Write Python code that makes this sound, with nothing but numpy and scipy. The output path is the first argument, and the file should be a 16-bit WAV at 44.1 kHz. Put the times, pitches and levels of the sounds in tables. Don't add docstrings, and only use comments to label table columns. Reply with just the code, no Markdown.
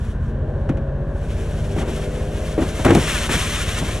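import sys
import numpy as np
from scipy.fft import rfft, irfft, next_fast_len
from scipy.io import wavfile
from scipy.ndimage import map_coordinates

SR = 44100
rng = np.random.default_rng(int(sys.argv[2]) if len(sys.argv) > 2 else 0)


def dump_mix(stems):
    frames = np.atleast_2d(stems).T
    limited = np.clip(frames, -1, 1)
    pcm = np.round(limited * 32767).astype(np.int16)
    wavfile.write(sys.argv[1], SR, pcm)


N = 176400


def amp(db):
    return 10 ** (np.asarray(db) / 20)


def unit(x):
    return x / np.sqrt(np.mean(x ** 2) + 1e-20)


def along(points, hz):
    freqs, values = np.transpose(points)
    return np.interp(np.log(hz + 1), np.log(freqs + 1), values)


def curves(rows):
    time_s, *columns = np.transpose(rows)
    return [np.interp(np.arange(N) / SR, time_s, column) for column in columns]


def wobble(rate):
    return map_coordinates(rng.standard_normal(SR // 8), [np.arange(N) * rate / SR], mode="mirror")


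def filtered(x, response):
    size = 2 * next_fast_len(N // 2 + SR // 4)
    return irfft(rfft(x, size) * response(np.fft.rfftfreq(size, 1 / SR)), size)[..., :N]


def causal(gain):
    cepstrum = irfft(np.log(gain))
    half = len(cepstrum) // 2
    cepstrum[1:half] *= 2
    cepstrum[half + 1:] = 0
    return np.exp(rfft(cepstrum))


# frequency_hz, correlation
MIC_LIKENESS = [(100, .997), (350, .99), (680, .94), (1100, .995), (1700, .99), (2600, .9), (6000, .92),
                (11000, .88)]

def rush(spectrum):
    def response(hz):
        spread = np.arccos(np.clip(along(MIC_LIKENESS, hz), -1, 1)) / 2
        return amp(along(spectrum, hz)) * [np.cos(spread), np.sin(spread)]
    mid, side = filtered(rng.standard_normal((2, N)), response)
    return unit(np.array([mid + side, mid - side]))


# multiple_of_cycle_rate, gain_db
EXHAUST_NOTE = [(1, -0.5), (2, -20.5), (3, 5.5), (4, 1), (5, 3), (6, -1), (7, -5), (8, -5.5), (9, -15),
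                (10, -2), (11, -24), (13, -15), (16, -15.5), (30, -69), (60, -82.5)]
# frequency_hz, density_db
CLATTER_SPECTRUM = [(20, -20), (35, -23), (50, 2), (85, 1.5), (115, -3.5), (170, -0.5), (300, -13),
                    (600, -12), (850, -23.5), (1050, -17), (1300, -25.5), (1550, -17.5), (1750, -21),
                    (2000, -34), (3100, -37), (4500, -46.5), (7000, -53.5), (12000, -62)]

def diesel(cycle_hz=15.026, first_beat_s=.027, jitter_s=.0003, scatter_db=.9, hum_hz=221.6):
    def exhaust(hz):
        smear = np.exp(1j * np.pi * .02 * hz ** 2 / 150)
        return causal(amp(along(EXHAUST_NOTE, hz / cycle_hz))) * smear
    t = np.arange(N) / SR
    beats_s = np.arange(first_beat_s, N / SR - .005, 1 / cycle_hz)
    timing, strength = rng.standard_normal((len(beats_s), 2)).T
    starts = np.clip((beats_s + jitter_s * timing) * SR, 0, N - 1).astype(int)
    pulses = np.zeros(N)
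    pulses[starts] = amp(scatter_db * strength)
    note = unit(filtered(pulses, exhaust))
    note_db = -24 - .34 * (t - t.mean())
    clatter = rush(CLATTER_SPECTRUM) * (1 + .044 * np.cos(2 * np.pi * cycle_hz * (t - first_beat_s)))
    hum = np.sin(2 * np.pi * hum_hz * t + .5 * wobble(6)) * amp(1.5 * wobble(5))
    return amp(note_db) * note + amp(-33) * clatter + amp(-38) * hum


# time_s, speed_hz
ENGINE_SPEED = [(0, 36), (.15, 40.5), (.35, 43.8), (.58, 45.8), (.72, 44.6), (.85, 45.7), (1.1, 46.4),
                (1.3, 47.6), (1.48, 49.1), (1.75, 49.6), (1.9, 49.1), (2.1, 49.8), (2.3, 50.9), (2.5, 52),
                (4, 55)]
ENGINE_ORDERS = [2, 3, 8, 10, 12]
# time_s, then level_db for each of orders 2, 3, 8, 10, 12
ORDER_LEVELS = [(0, -33, -33.5, -60, -70, -64), (0.451, -32, -28.5, -43, -53, -59),
                (.7, -30.5, -33, -42, -63, -42), (1.0, -50, -28.5, -38.5, -67, -36),
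                (1.3, -30.5, -43.5, -44, -74, -48.5), (1.7, -29, -36.5, -37.5, -44, -64),
                (2.2, -43, -39.5, -37.5, -37.5, -50), (2.6, -35.5, -37.5, -43, -46.5, -41),
                (4, -34.5, -45.5, -61, -56, -90)]
# time_s, level_db
ROAR_SWELL = [(0, -46), (.25, -40.5), (.5, -31.5), (1, -35.5), (1.4, -35.5), (2.1, -31.5), (2.5, -33),
              (3.2, -33), (4, -34)]
# frequency_hz, density_db
ROAR_SPECTRUM = [(100, -6), (280, -3.5), (400, 0), (500, -4), (610, 0.5), (690, -9), (780, -8),
                 (950, -15.5), (2000, -49)]

def small_engine(waver_db=1.8, drone_waver_db=3, drone_share=.42):
    speed_hz, = curves(ENGINE_SPEED)
    roar_db, = curves(ROAR_SWELL)
    angle = 2 * np.pi * np.cumsum(speed_hz) / SR
    tones, drone = np.zeros((2, N))
    for order, level_db in zip(ENGINE_ORDERS, curves(ORDER_LEVELS)):
        gain = amp(level_db + waver_db * wobble(9.9))
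        tones += gain * np.sin(order * angle + .35 * wobble(14) + rng.uniform(0, 2 * np.pi))
    for order in range(6, 15):
        gain = amp(along(ROAR_SPECTRUM, order * speed_hz) + drone_waver_db * wobble(15))
        drone += gain * np.sin(order * angle + 1.1 * wobble(15) + rng.uniform(0, 2 * np.pi))
    pulsing_rush = rush(ROAR_SPECTRUM) * (1 + .15 * np.cos(angle))
    roar = np.sqrt(drone_share) * unit(drone) + np.sqrt(1 - drone_share) * pulsing_rush
    return np.sqrt(2) * tones + amp(roar_db) * roar


# time_s, level_db
HISS_LEVEL = [(0, -51), (.09, -50.5), (.19, -64.5), (.27, -54.5), (.42, -80), (.58, -63), (.95, -81),
              (1.1, -60.5), (1.28, -47), (1.42, -42), (1.52, -43.5), (1.7, -42), (1.75, -45), (1.8, -34.5),
              (1.85, -46), (1.9, -37.5), (2.15, -42), (2.3, -42), (2.52, -37), (2.56, -43), (2.62, -36),
              (2.72, -35.5), (2.92, -34), (2.98, -27), (3.13, -23), (3.23, -27.5), (3.268, -25.5),
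              (3.285, -34), (3.32, -23), (3.44, -25.5), (3.49, -28.5), (3.56, -26.5), (3.74, -29.5),
              (3.79, -25.5), (3.81, -32), (3.9, -31), (4, -36)]
# frequency_hz, density_db
HISS_SPECTRUM = [(290, -53), (500, -45), (571, -8), (652, -41), (707, -8), (840, -12.5), (1030, -3.5),
                 (1390, -2.5), (2820, -2), (3390, -2.5), (4310, -9.5), (4790, -8), (5850, -7.5),
                 (10600, -10.5), (12000, -9), (15600, -47), (22000, -120)]
# frequency_hz, density_db
FIZZ_SPECTRUM = [(2500, -40), (4800, 18), (5800, 2.5), (8000, -30), (11500, 7.5)]
# time_s, delay_s
DECK_DELAY = [(0, 0.0032), (1.8, 0.0049), (2.9, 0.002), (3.27, 0.0044), (3.8, .0022), (4, 0.0016)]

def drag(grain_db=.98, flutter_db=1.5, echo_gain=.42, echo_top_hz=3200, echo_drift=.0545):
    level_db, = curves(HISS_LEVEL)
    delay_s, = curves(DECK_DELAY)
    hiss = rush(HISS_SPECTRUM)
    dulled = filtered(hiss, lambda hz: 1 / (1 + (hz / echo_top_hz) ** 4))
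    for bounce in (1, 2):
        lag = SR * delay_s * bounce * np.exp(echo_drift * wobble(2.5))
        hiss += echo_gain * np.array([map_coordinates(side, [np.arange(N) - lag]) for side in dulled])
    fizz_db = np.minimum(level_db - 15.5, -55)
    texture = amp(grain_db * wobble(900) + flutter_db * wobble(40))
    return texture * (amp(level_db) * unit(hiss) + amp(fizz_db) * rush(FIZZ_SPECTRUM))


# start_s, ring_db, ring_centre_hz, thud_db, grit_db, rise_s
BOOT_CONTACTS = [(0.69, -22.5, 200, -24.5, -25.5, 0.0026), (.698, -6.5, 233, -40, -44, 0.0011),
                 (0.769, -23, 172, -32, -32.5, .004), (1.762, -10, 410, -22, -35, .006),
                 (1.782, -15, 120, -23, -29, .002), (1.807, -30, 400, -17.5, -36, 0.0032),
                 (1.832, -21, 450, -31, -43, .002), (1.873, -21.5, 260, -21, -30, 0.006),
                 (2.577, 1.5, 374, -16.5, -38, 0.0058), (2.615, -4.5, 260, -15.5, -30, 0.0063),
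                 (2.791, -24, 300, -19.5, -33, 0.0028), (2.847, -6, 443, -8.5, -12.5, 0.002),
                 (2.859, -1.5, 300, -10.5, -9.5, 0.0041), (2.878, -8, 261, -9, -16, 0.0039),
                 (2.893, -9, 430, -15, -19, 0.0035), (2.904, -1, 350, -12.5, -11, 0.0016),
                 (2.915, 3, 280, -11.5, -30, 0.0066), (2.95, -4, 236, -10, -25, 0.0024),
                 (2.968, -4, 173, -16, -28, .003), (3.29, -12.5, 330, -23.5, -16.5, 0.0027),
                 (3.31, -20, 270, -24, -26, 0.0012), (3.337, -23, 305, -20, -21, 0.002),
                 (3.353, -11, 180, -28, -27, 0.0035), (3.812, -8.5, 198, -20, -44, 0.0048),
                 (3.888, -16, 240, -27.5, -26, .004)]
# pitch_hz, level_db, t60_s
PLANK_MODES = [(83.5, -4, 0.07), (144, 7, 0.11), (183, 4, 0.09), (239, 2.5, 0.064), (270.2, 1, 0.088),
               (335, 0, 0.1), (431, 5, 0.041), (540, -6, 0.034), (579, -2.5, 0.11), (705, 5.5, 0.04)]
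# frequency_hz, density_db
THUD_SPECTRUM = [(30, -16), (80, 1.5), (250, -0.5), (500, -4), (800, -9.5), (1400, -16), (2200, -21),
                 (3500, -30), (9000, -71)]
# frequency_hz, density_db
GRIT_SPECTRUM = [(300, -9), (1000, 14), (1600, 16), (2800, 6.5), (4800, -4.5), (6000, -3), (11000, -11)]
# frequency_hz, density_db
BOOM_SPECTRUM = [(60, -16), (85, -6), (150, -2), (300, 8), (500, 1), (900, -33), (3000, -71)]

def boots(ring_octaves=.58, thud_t60_s=.15, grit_t60_s=.048, boom_rise_s=.028, boom_t60_s=.57):
    ring, thud_power, grit_power, boom_power = np.zeros((4, N))
    mode_hz, mode_db, mode_t60_s = np.transpose(PLANK_MODES)[:, :, None]
    for start_s, ring_db, centre_hz, thud_db, grit_db, rise_s in BOOT_CONTACTS:
        start = round(start_s * SR)
        t = np.arange(min(SR // 3, N - start)) / SR
        span = slice(start, start + len(t))
        strength, detune = rng.standard_normal((2, len(PLANK_MODES), 1))
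        near_centre = np.exp(-.5 * (np.log2(mode_hz / centre_hz) / ring_octaves) ** 2)
        share = amp(mode_db + 1.37 * strength) * near_centre
        phase = 2 * np.pi * mode_hz * (1 + .03 * detune) * t + rng.normal(0, .98, mode_hz.shape)
        modes = share / np.linalg.norm(share) * amp(-60 * t / mode_t60_s) * np.sin(phase)
        rise = 1 - np.exp(-t / rise_s)
        boom_rise = 1 - np.exp(-t / boom_rise_s)
        ring[span] += amp(ring_db) * modes.sum(0) * rise
        thud_power[span] += (rise * amp(thud_db - 60 * t / thud_t60_s)) ** 2
        grit_power[span] += (rise * amp(grit_db - 60 * t / grit_t60_s)) ** 2
        boom_power[span] += (boom_rise * amp(thud_db - 12.5 - 60 * t / boom_t60_s)) ** 2
    thud = np.sqrt(thud_power) * rush(THUD_SPECTRUM)
    grit = np.sqrt(grit_power) * rush(GRIT_SPECTRUM)
    boom = np.sqrt(boom_power) * rush(BOOM_SPECTRUM)
    return ring + thud + grit + boom


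# start_s, level_db
LANDING_SNAPS = [(2.849, -18), (2.949, -16)]
# frequency_hz, density_db
SNAP_SPECTRUM = [(800, 2), (2000, 2), (5000, 1), (7000, -1), (12000, 2.5)]

def snaps(t60_s=.05):
    t = np.arange(N) / SR
    envelope = sum((t >= start_s) * amp(level_db - 60 * np.abs(t - start_s) / t60_s)
                   for start_s, level_db in LANDING_SNAPS)
    return rush(SNAP_SPECTRUM) * envelope


def scene():
    return diesel() + small_engine() + drag() + boots() + snaps()


# frequency_hz, balance_db
MIC_BALANCE = [(85, .1), (180, 1.1), (350, 2), (650, 3.6), (1100, -.4), (1700, -.3), (2400, 4.6),
               (3500, 4.2), (5500, .3), (9000, 0)]
# frequency_hz, phase_rad
MIC_PHASE = [(40, -.04), (180, -.11), (350, -.17), (680, -.55), (1050, -.1), (1700, -.12), (2400, -.95),
             (3500, -.95), (6000, -.7), (9500, -1.55), (12000, -2.4)]

def record(dry, notch_hz=4865, notch_width_hz=280, ceiling=.95, low_cut_hz=14, top_hz=11950):
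    def microphones(hz):
        sides = np.array([[.5], [-.5]])
        notch_db = -6.5 * np.exp(-((hz - notch_hz) / notch_width_hz) ** 2)
        gain = amp(notch_db + along(MIC_BALANCE, hz) * sides)
        return gain * np.exp(1j * along(MIC_PHASE, hz) * sides)
    def passband(hz):
        return (1 - np.exp(-(hz / low_cut_hz) ** 2)) / (1 + (hz / top_hz) ** 90)
    picked_up = filtered(dry, microphones)
    rounded = picked_up / (1 + np.abs(picked_up / ceiling) ** 6) ** (1 / 6)
    return filtered(rounded, passband)


dry = scene()
out = record(dry)
dump_mix(out)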